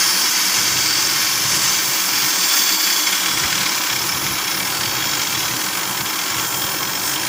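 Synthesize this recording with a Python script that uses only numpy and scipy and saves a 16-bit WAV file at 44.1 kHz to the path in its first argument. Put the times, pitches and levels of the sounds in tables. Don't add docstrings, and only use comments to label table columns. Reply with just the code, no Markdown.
import sys
import numpy as np
from scipy import signal
from scipy.fft import rfft, irfft
from scipy.io import wavfile
from scipy.ndimage import uniform_filter1d

SR = 44100
rng = np.random.default_rng(int(sys.argv[2]) if len(sys.argv) > 2 else 0)


def generate_wav(signal):
    frames = np.transpose(np.atleast_2d(signal))
    scaled = np.clip(frames, -1, 1) * 32767
    pcm = np.round(scaled).astype(np.int16)
    wavfile.write(sys.argv[1], SR, pcm)


N = 321048
TIME = np.arange(N) / SR
FREQ = np.maximum(np.fft.rfftfreq(N, 1 / SR), .1)

# start_s, low_db, middle_db, high_db
SLAG_GOBS = [(2.87, -25, -27.5, -30.5), (2.899, -28, -31.5, -30.5), (3.069, -21, -29.5, -17),
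             (3.126, -20.5, -20, -30.0), (3.31, -23, -31.5, -26.5), (3.3715, -23, -33.0, -31.5),
             (3.4348, -22, -31.0, -26.5), (3.6613, -24, -29.5, -25.0), (3.6893, -32, -34.5, -18),
             (3.7781, -30, -35.0, -29.0), (3.8983, -32, -36, -28.0), (3.9576, -26, -30.5, -24),
             (3.99, -34, -28, -23), (4.0894, -23, -34.0, -20), (4.1203, -29, -32, -17),
             (4.2635, -27, -26, -33.5), (4.476, -38, -28.0, -31.0), (4.5129, -32, -29.5, -32),
             (4.5448, -38, -31.5, -20), (4.6007, -26.5, -29.0, -33.5), (4.6496, -25, -36.5, -26),
             (4.772, -33.0, -36.0, -28.5), (4.807, -35.0, -32, -29.0), (4.8935, -36.0, -24, -31),
             (5.0222, -33, -23, -34.0), (5.053, -28, -27, -23), (5.0906, -35.5, -34.5, -25),
             (5.132, -34.0, -35.0, -30.0), (5.1945, -28.5, -32.0, -32.0), (5.35, -31, -26.5, -29.5),
             (5.402, -29, -29.5, -26), (5.4296, -36.0, -32.0, -29.5), (5.7511, -29.5, -32.5, -29.5),
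             (6.058, -32, -22, -37.0), (6.1891, -38.0, -30.5, -36.5), (6.617, -40.0, -26.5, -27.5),
             (6.665, -34, -24, -29), (6.7152, -33, -36.0, -35.5), (6.828, -32.0, -30, -25),
             (7.093, -29.5, -28, -31.0), (7.1564, -33.0, -19, -32.5)]


def oxygen_hiss(flutter, early_db=-22.5, late_db=-26.5, waver_db=1.0, shift_db=2.7):
    # frequency_hz, level_db
    jet_spectrum = [(100, -35), (2000, -10), (4500, -1), (7200, 4.5), (8400, 1), (11500, 0), (14000, 1),
                    (15300, 4.5)]
    # start_s, length_s, boost_db
    hiss_surges = [(2.16, 0.19, 3), (2.47, 0.14, 4.5), (4.5, 1.2, 0.4), (6.4, 0.35, 3), (7.02, 0.12, 4.5)]
    band_centres = [2000, 6000, 7800, 8800, 9800, 10800, 12000, 13500, 15300]
    level_db = early_db + (late_db - early_db) * step(middle_s=3.5, width_s=0.98)
    level_db = level_db + spells(hiss_surges, attack_s=0.043, release_s=0.041) + waver_db * walk(22)
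    spectrum = rfft(colour(rng.standard_normal(N), jet_spectrum))
    shares = np.eye(len(band_centres))
    bands = (irfft(spectrum * np.interp(FREQ, band_centres, share), N) for share in shares)
    shifting = sum(band * undb(shift_db * walk(2.1)) for band in bands)
    return shifting * undb(level_db) * flutter ** 0.065


def jet_levels():
    # time_s, roar_db, whistle_db
    jet_effort = [(0.1, -22.5, -18), (.5, -23, -20.5), (.97, -22.5, -19), (1.25, -22.5, -21),
                  (1.95, -24.5, -21.5), (2.55, -22.5, -20.5), (2.8, -23.5, -21), (3.45, -23.5, -22),
                  (3.7, -23, -22), (4.1, -27, -23.5), (4.7, -25.5, -26.5), (5.15, -25, -24),
                  (5.9, -27.5, -28), (6.3, -25.5, -26.5), (6.7, -29.5, -27), (7.1, -30, -24.5),
                  (7.28, -26.5, -29)]
    # start_s, length_s, depth_db
    melt_chokes = [(2.77, .022, 4), (3.03, .028, 4), (3.342, 0.028, 3), (3.79, 0.022, 3), (4.78, .022, 4),
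                   (6.018, 0.026, 6), (6.46, 0.041, 5), (6.565, 0.036, 4)]
    choke_db = spells(melt_chokes, attack_s=0.0039, release_s=.005)
    return [level_db - choke_db for level_db in curves(jet_effort)]


def slag_flutter(clean_db=1.12, clogged_db=4, jitter=0.1166, uneven=.25, lean=0.33, sharp=0.17):
    # time_s, rate_hz
    clearing_rates = [(0, 41), (2, 48), (3, 30), (3.5, 42), (3.9, 35), (4.3, 42), (4.5, 30), (4.8, 45),
                      (5.03, 54), (5.4, 36), (5.9, 52), (6.03, 17), (6.4, 59), (6.6, 40), (7.28, 52)]
    # start_s, length_s, swing_drop_db
    clean_spells = [(4.17, .27, .9), (6.22, 0.23, 1.5)]
    rate_hz, = curves(clearing_rates)
    swing_db = clean_db + (clogged_db - clean_db) * step(middle_s=3.9, width_s=1.3)
    swing_db = swing_db - spells(clean_spells, attack_s=.025, release_s=.025)
    phase = 2 * np.pi * np.cumsum(rate_hz * np.exp(jitter * walk(27.5))) / SR
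    burst_s = np.transpose(SLAG_GOBS)[0] + 0.0042
    phase_at_bursts = np.unwrap(np.interp(burst_s, TIME, phase))
    phase = phase - np.interp(TIME, burst_s, phase_at_bursts)
    cycle = np.cos(phase) + sharp * np.cos(2 * phase) - lean * np.sin(2 * phase)
    gain = undb(swing_db * cycle * (1 + uneven * np.tanh(walk(30))) + 0.57 * walk(24))
    return gain / np.sqrt(uniform_filter1d(gain ** 2, size=8192))


def kerf_roar(level_db, flutter, crackle_db=-9):
    # frequency_hz, level_db
    roar_spectrum = [(60, -51), (300, -24), (700, -25.5), (1100, -1), (1600, -2), (2400, 1), (3300, 1.5),
                     (3900, -1), (5400, -5), (7200, -6), (8200, -13.5), (14000, -45)]
    jet = unit(rng.standard_normal(N) + undb(crackle_db) * pops(per_second=1300, spread_db=22))
    return colour(jet, roar_spectrum) * undb(level_db + 0.72 * walk(16)) * flutter


def kerf_whistle(level_db, flutter, early_db=-1.5, late_db=-3.5):
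    # pitch_hz, width_hz, level_db
    early_modes = [(4770, 270, 1), (5370, 250, 0.5), (5350, 430, -5), (6250, 370, 1.5), (6700, 1400, -4)]
    # pitch_hz, width_hz, level_db
    late_modes = [(2310, 300, -2.5), (3310, 600, -4.5), (3800, 180, 0), (4560, 260, 1), (5070, 190, -2.5),
                  (5430, 350, 7.5), (6310, 490, 3.5)]
    turned = step(middle_s=3.2, width_s=0.44)
    early = resonate(early_modes, waver_db=1.77, waver_rate=5.3) * np.sqrt(1 - turned) * undb(early_db)
    late = resonate(late_modes, waver_db=2.5, waver_rate=70) * np.sqrt(turned) * undb(late_db)
    return (early + late) * undb(level_db) * flutter ** 0.77


def kerf_hollow(flutter, low_db=-43, middle_db=-49, upper_db=-45, high_db=-42):
    # time_s, low_hz, middle_hz, high_hz
    slot_notes = [(0, 3220, 4680, 7240), (.9, 3350, 4770, 7280), (2.45, 3430, 4680, 7280),
                  (2.9, 3360, 4580, 7310), (3.4, 3390, 4550, 7280), (4.6, 3332, 4630, 7110),
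                  (6.5, 3230, 4570, 7170), (7.28, 3194, 4500, 7000)]
    # start_s, length_s, low_db, middle_db, upper_db, high_db
    hollow_spells = [(-.2, .5, 8.5, 8, 4, 4), (.58, .6, 4, 19, 3, 8), (2.36, 0.25, 13.5, 19, 0, 14),
                     (2.61, 0.53, 14.5, 22.5, 4, 11), (3.15, 0.42, 11, 0, 6, 5), (4.72, 0.21, 0, 19, 0, -2),
                     (4.95, 0.23, 8, 7, 6, 8), (6.29, 0.37, 8, 0, 0, 9.5), (6.6, .6, 3.5, -2, 8.5, -3)]
    low_hz, middle_hz, high_hz = curves(slot_notes)
    boost_db = [spells(hollow_spells, attack_s=0.043, release_s=0.064, column=k) for k in range(4)]
    low = ring(low_hz, width_hz=113) * undb(low_db + boost_db[0])
    middle = ring(middle_hz, width_hz=310) * undb(middle_db + boost_db[1])
    upper = ring(5300, width_hz=180) * undb(upper_db + boost_db[2])
    high = ring(high_hz, width_hz=270) * undb(high_db + boost_db[3])
    return (low + middle + upper) * flutter ** 1.16 + high * flutter ** .9


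def preheat_flames(start_db=-25.0, swell_db=2):
    # frequency_hz, level_db
    flame_spectrum = [(40, -28), (150, -17.5), (280, 0.5), (370, 1.5), (450, -7), (690, -2.5), (1000, 5.5),
                      (1500, 0.5), (2200, -13.5), (4000, -12.5), (7100, -5), (8200, -25), (12000, -16),
                      (14000, -7.5), (15300, -1.5)]
    rush = colour(rng.standard_normal(N), flame_spectrum)
    return rush * undb(start_db + swell_db * TIME / TIME[-1] + .5 * walk(25))


def slag_spits(gain_db=-2.0, body_db=-2):
    # pitch_hz, width_hz
    gob_modes = [(1500, 430), (2270, 360), (3300, 480), (5300, 490)]
    body, low, middle, high = (ring(hz, width_hz) for hz, width_hz in gob_modes)
    rings = [low + undb(body_db) * body, middle, high]
    spits = sum(sound * bursts(SLAG_GOBS, rise_s=.004, column=k) for k, sound in enumerate(rings))
    return spits * undb(gain_db)


def exhaust(rumble_db=-36, waver_db=2.5):
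    # frequency_hz, level_db
    rumble_spectrum = [(20, -45), (50, -16.5), (85, -8.5), (130, 4.5), (160, -4), (210, -12.5), (300, -14),
                       (500, -13.5), (1200, -39)]
    # start_s, length_s, depth_db
    rumble_lulls = [(-0.1, 0.31, 10), (.28, 0.25, 13.5), (.93, 0.54, 3.5), (1.91, 0.3, 10),
                    (2.29, 0.94, 17.5), (3.66, 0.27, 9), (4.38, 0.24, 3.5), (5.5, 0.32, 1.5),
                    (6.12, .05, 16), (6.23, 0.054, 14)]
    # start_s, peak_db
    flame_puffs = [(3.435, -32), (3.58, -45), (3.96, -45), (4.13, -35), (4.3, -37)]
    puff_modes = [(84.4, 14, -1.8), (123, 25, 0)]  # pitch_hz, width_hz, level_db
    level_db = rumble_db - spells(rumble_lulls, attack_s=0.022, release_s=0.047) + waver_db * walk(11)
    rumble = colour(rng.standard_normal(N), rumble_spectrum) * undb(level_db)
    puffs = resonate(puff_modes, waver_db=0) * bursts(flame_puffs, rise_s=0.021)
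    return rumble + puffs


def cutting_table(torch, sway=0.015, drift=.008):
    # pitch_hz, width_hz, boost_db
    standing_waves = [(304, 19, 2.5), (561, 58, 2.5), (1106, 56, 1.5), (1374, 10, 6), (1438, 39, -12.5),
                      (1492, 21, 4), (1680, 36, 3.5), (1837, 40, 8.5), (1978, 37, 6), (2160, 24, 5),
                      (2330, 19, 3.5), (2400, 55, -0.5), (2504, 26, -26), (2957, 28, -26), (3520, 106, -6),
                      (4060, 110, -8), (4900, 58, -4), (7770, 190, -2), (9200, 90, 1), (9600, 200, 2),
                      (10700, 300, 1.5), (11200, 220, 0)]
    # delay_s, gain
    steel_echoes = [(.00105, -0.11), (.00127, .1), (.00159, -0.16), (.0038, 0.14), (.0076, -0.096)]

    def coloured(shift):
        boost_db = sum(db * np.exp(-2 * ((FREQ - hz * shift) / width_hz) ** 2)
                       for hz, width_hz, db in standing_waves)
        return irfft(rfft(torch) * undb(boost_db), N)

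    blend = .5 + .5 * np.tanh(2 * walk(2.0))
    direct = blend * coloured(1 + drift) + (1 - blend) * coloured(1 - drift)
    reflected = sum(gain * np.interp(TIME - delay_s * (1 + sway * walk(0.79)), TIME, direct)
                    for delay_s, gain in steel_echoes)
    return direct + reflected


def machine(drone_db=-42):
    # pitch_hz, width_hz, level_db
    drone_modes = [(189, 6, 0), (316, 6, -1), (383, 14, -7)]
    return resonate(drone_modes, waver_db=2.5, waver_rate=13) * undb(drone_db)


def resonate(modes, waver_db, waver_rate=14):
    total = 0
    for hz, width_hz, db in modes:
        response = 1 / (1 + .5j * (FREQ ** 2 - hz ** 2) / (FREQ * width_hz * np.sqrt(2))) ** 2
        mode = unit(irfft(rfft(rng.standard_normal(N)) * response, N))
        total = total + mode * undb(db + waver_db * walk(waver_rate))
    return unit(total)


def ring(hz, width_hz):
    phase = 2 * np.pi * np.cumsum(hz + np.zeros(N)) / SR
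    return unit(walk(width_hz) * np.cos(phase) + walk(width_hz) * np.sin(phase))


def pops(per_second, spread_db):
    chance, size, sign = rng.random(N), rng.random(N), rng.choice([-1, 1], N)
    return unit((chance < per_second / SR) * sign * undb(spread_db * size ** 3))


def colour(x, points):
    hz, db = np.transpose(points)
    gain = undb(np.interp(np.log(FREQ), np.log(hz), db))
    return unit(irfft(rfft(x) * gain, N))


def walk(rate):
    return unit(irfft(rfft(rng.standard_normal(N)) * np.exp(-(FREQ / rate) ** 2), N))


def bursts(events, rise_s, column=0):
    envelope = np.zeros(N)
    for start_s, *db in events:
        near = slice(*np.searchsorted(TIME, [start_s, start_s + 10 * rise_s]))
        age = (TIME[near] - start_s) / rise_s
        envelope[near] += undb(db[column]) * age * np.exp(1 - age)
    return envelope


def spells(events, attack_s, release_s, column=0):
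    return sum(db[column] * step(start_s, attack_s) * (1 - step(start_s + length_s, release_s))
               for start_s, length_s, *db in events)


def step(middle_s, width_s):
    return .5 + .5 * np.tanh((TIME - middle_s) / width_s)


def curves(table):
    time_s, *columns = np.transpose(table)
    return [np.interp(TIME, time_s, column) for column in columns]


def undb(db):
    return 10 ** (np.asarray(db) / 20)


def unit(x):
    return x / np.sqrt(np.mean(x ** 2))


def scene():
    roar_db, whistle_db = jet_levels()
    flutter = slag_flutter()
    kerf = kerf_roar(roar_db, flutter) + kerf_whistle(whistle_db, flutter) + kerf_hollow(flutter)
    torch = preheat_flames() + oxygen_hiss(flutter) + kerf + slag_spits() + exhaust()
    return np.tile(cutting_table(torch) + machine(), (2, 1))


def record(dry):
    cutoff_hz = 15500
    return signal.sosfilt(signal.ellip(12, .1, 80, cutoff_hz, fs=SR, output="sos"), dry)


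dry = scene()
out = record(dry)
generate_wav(out)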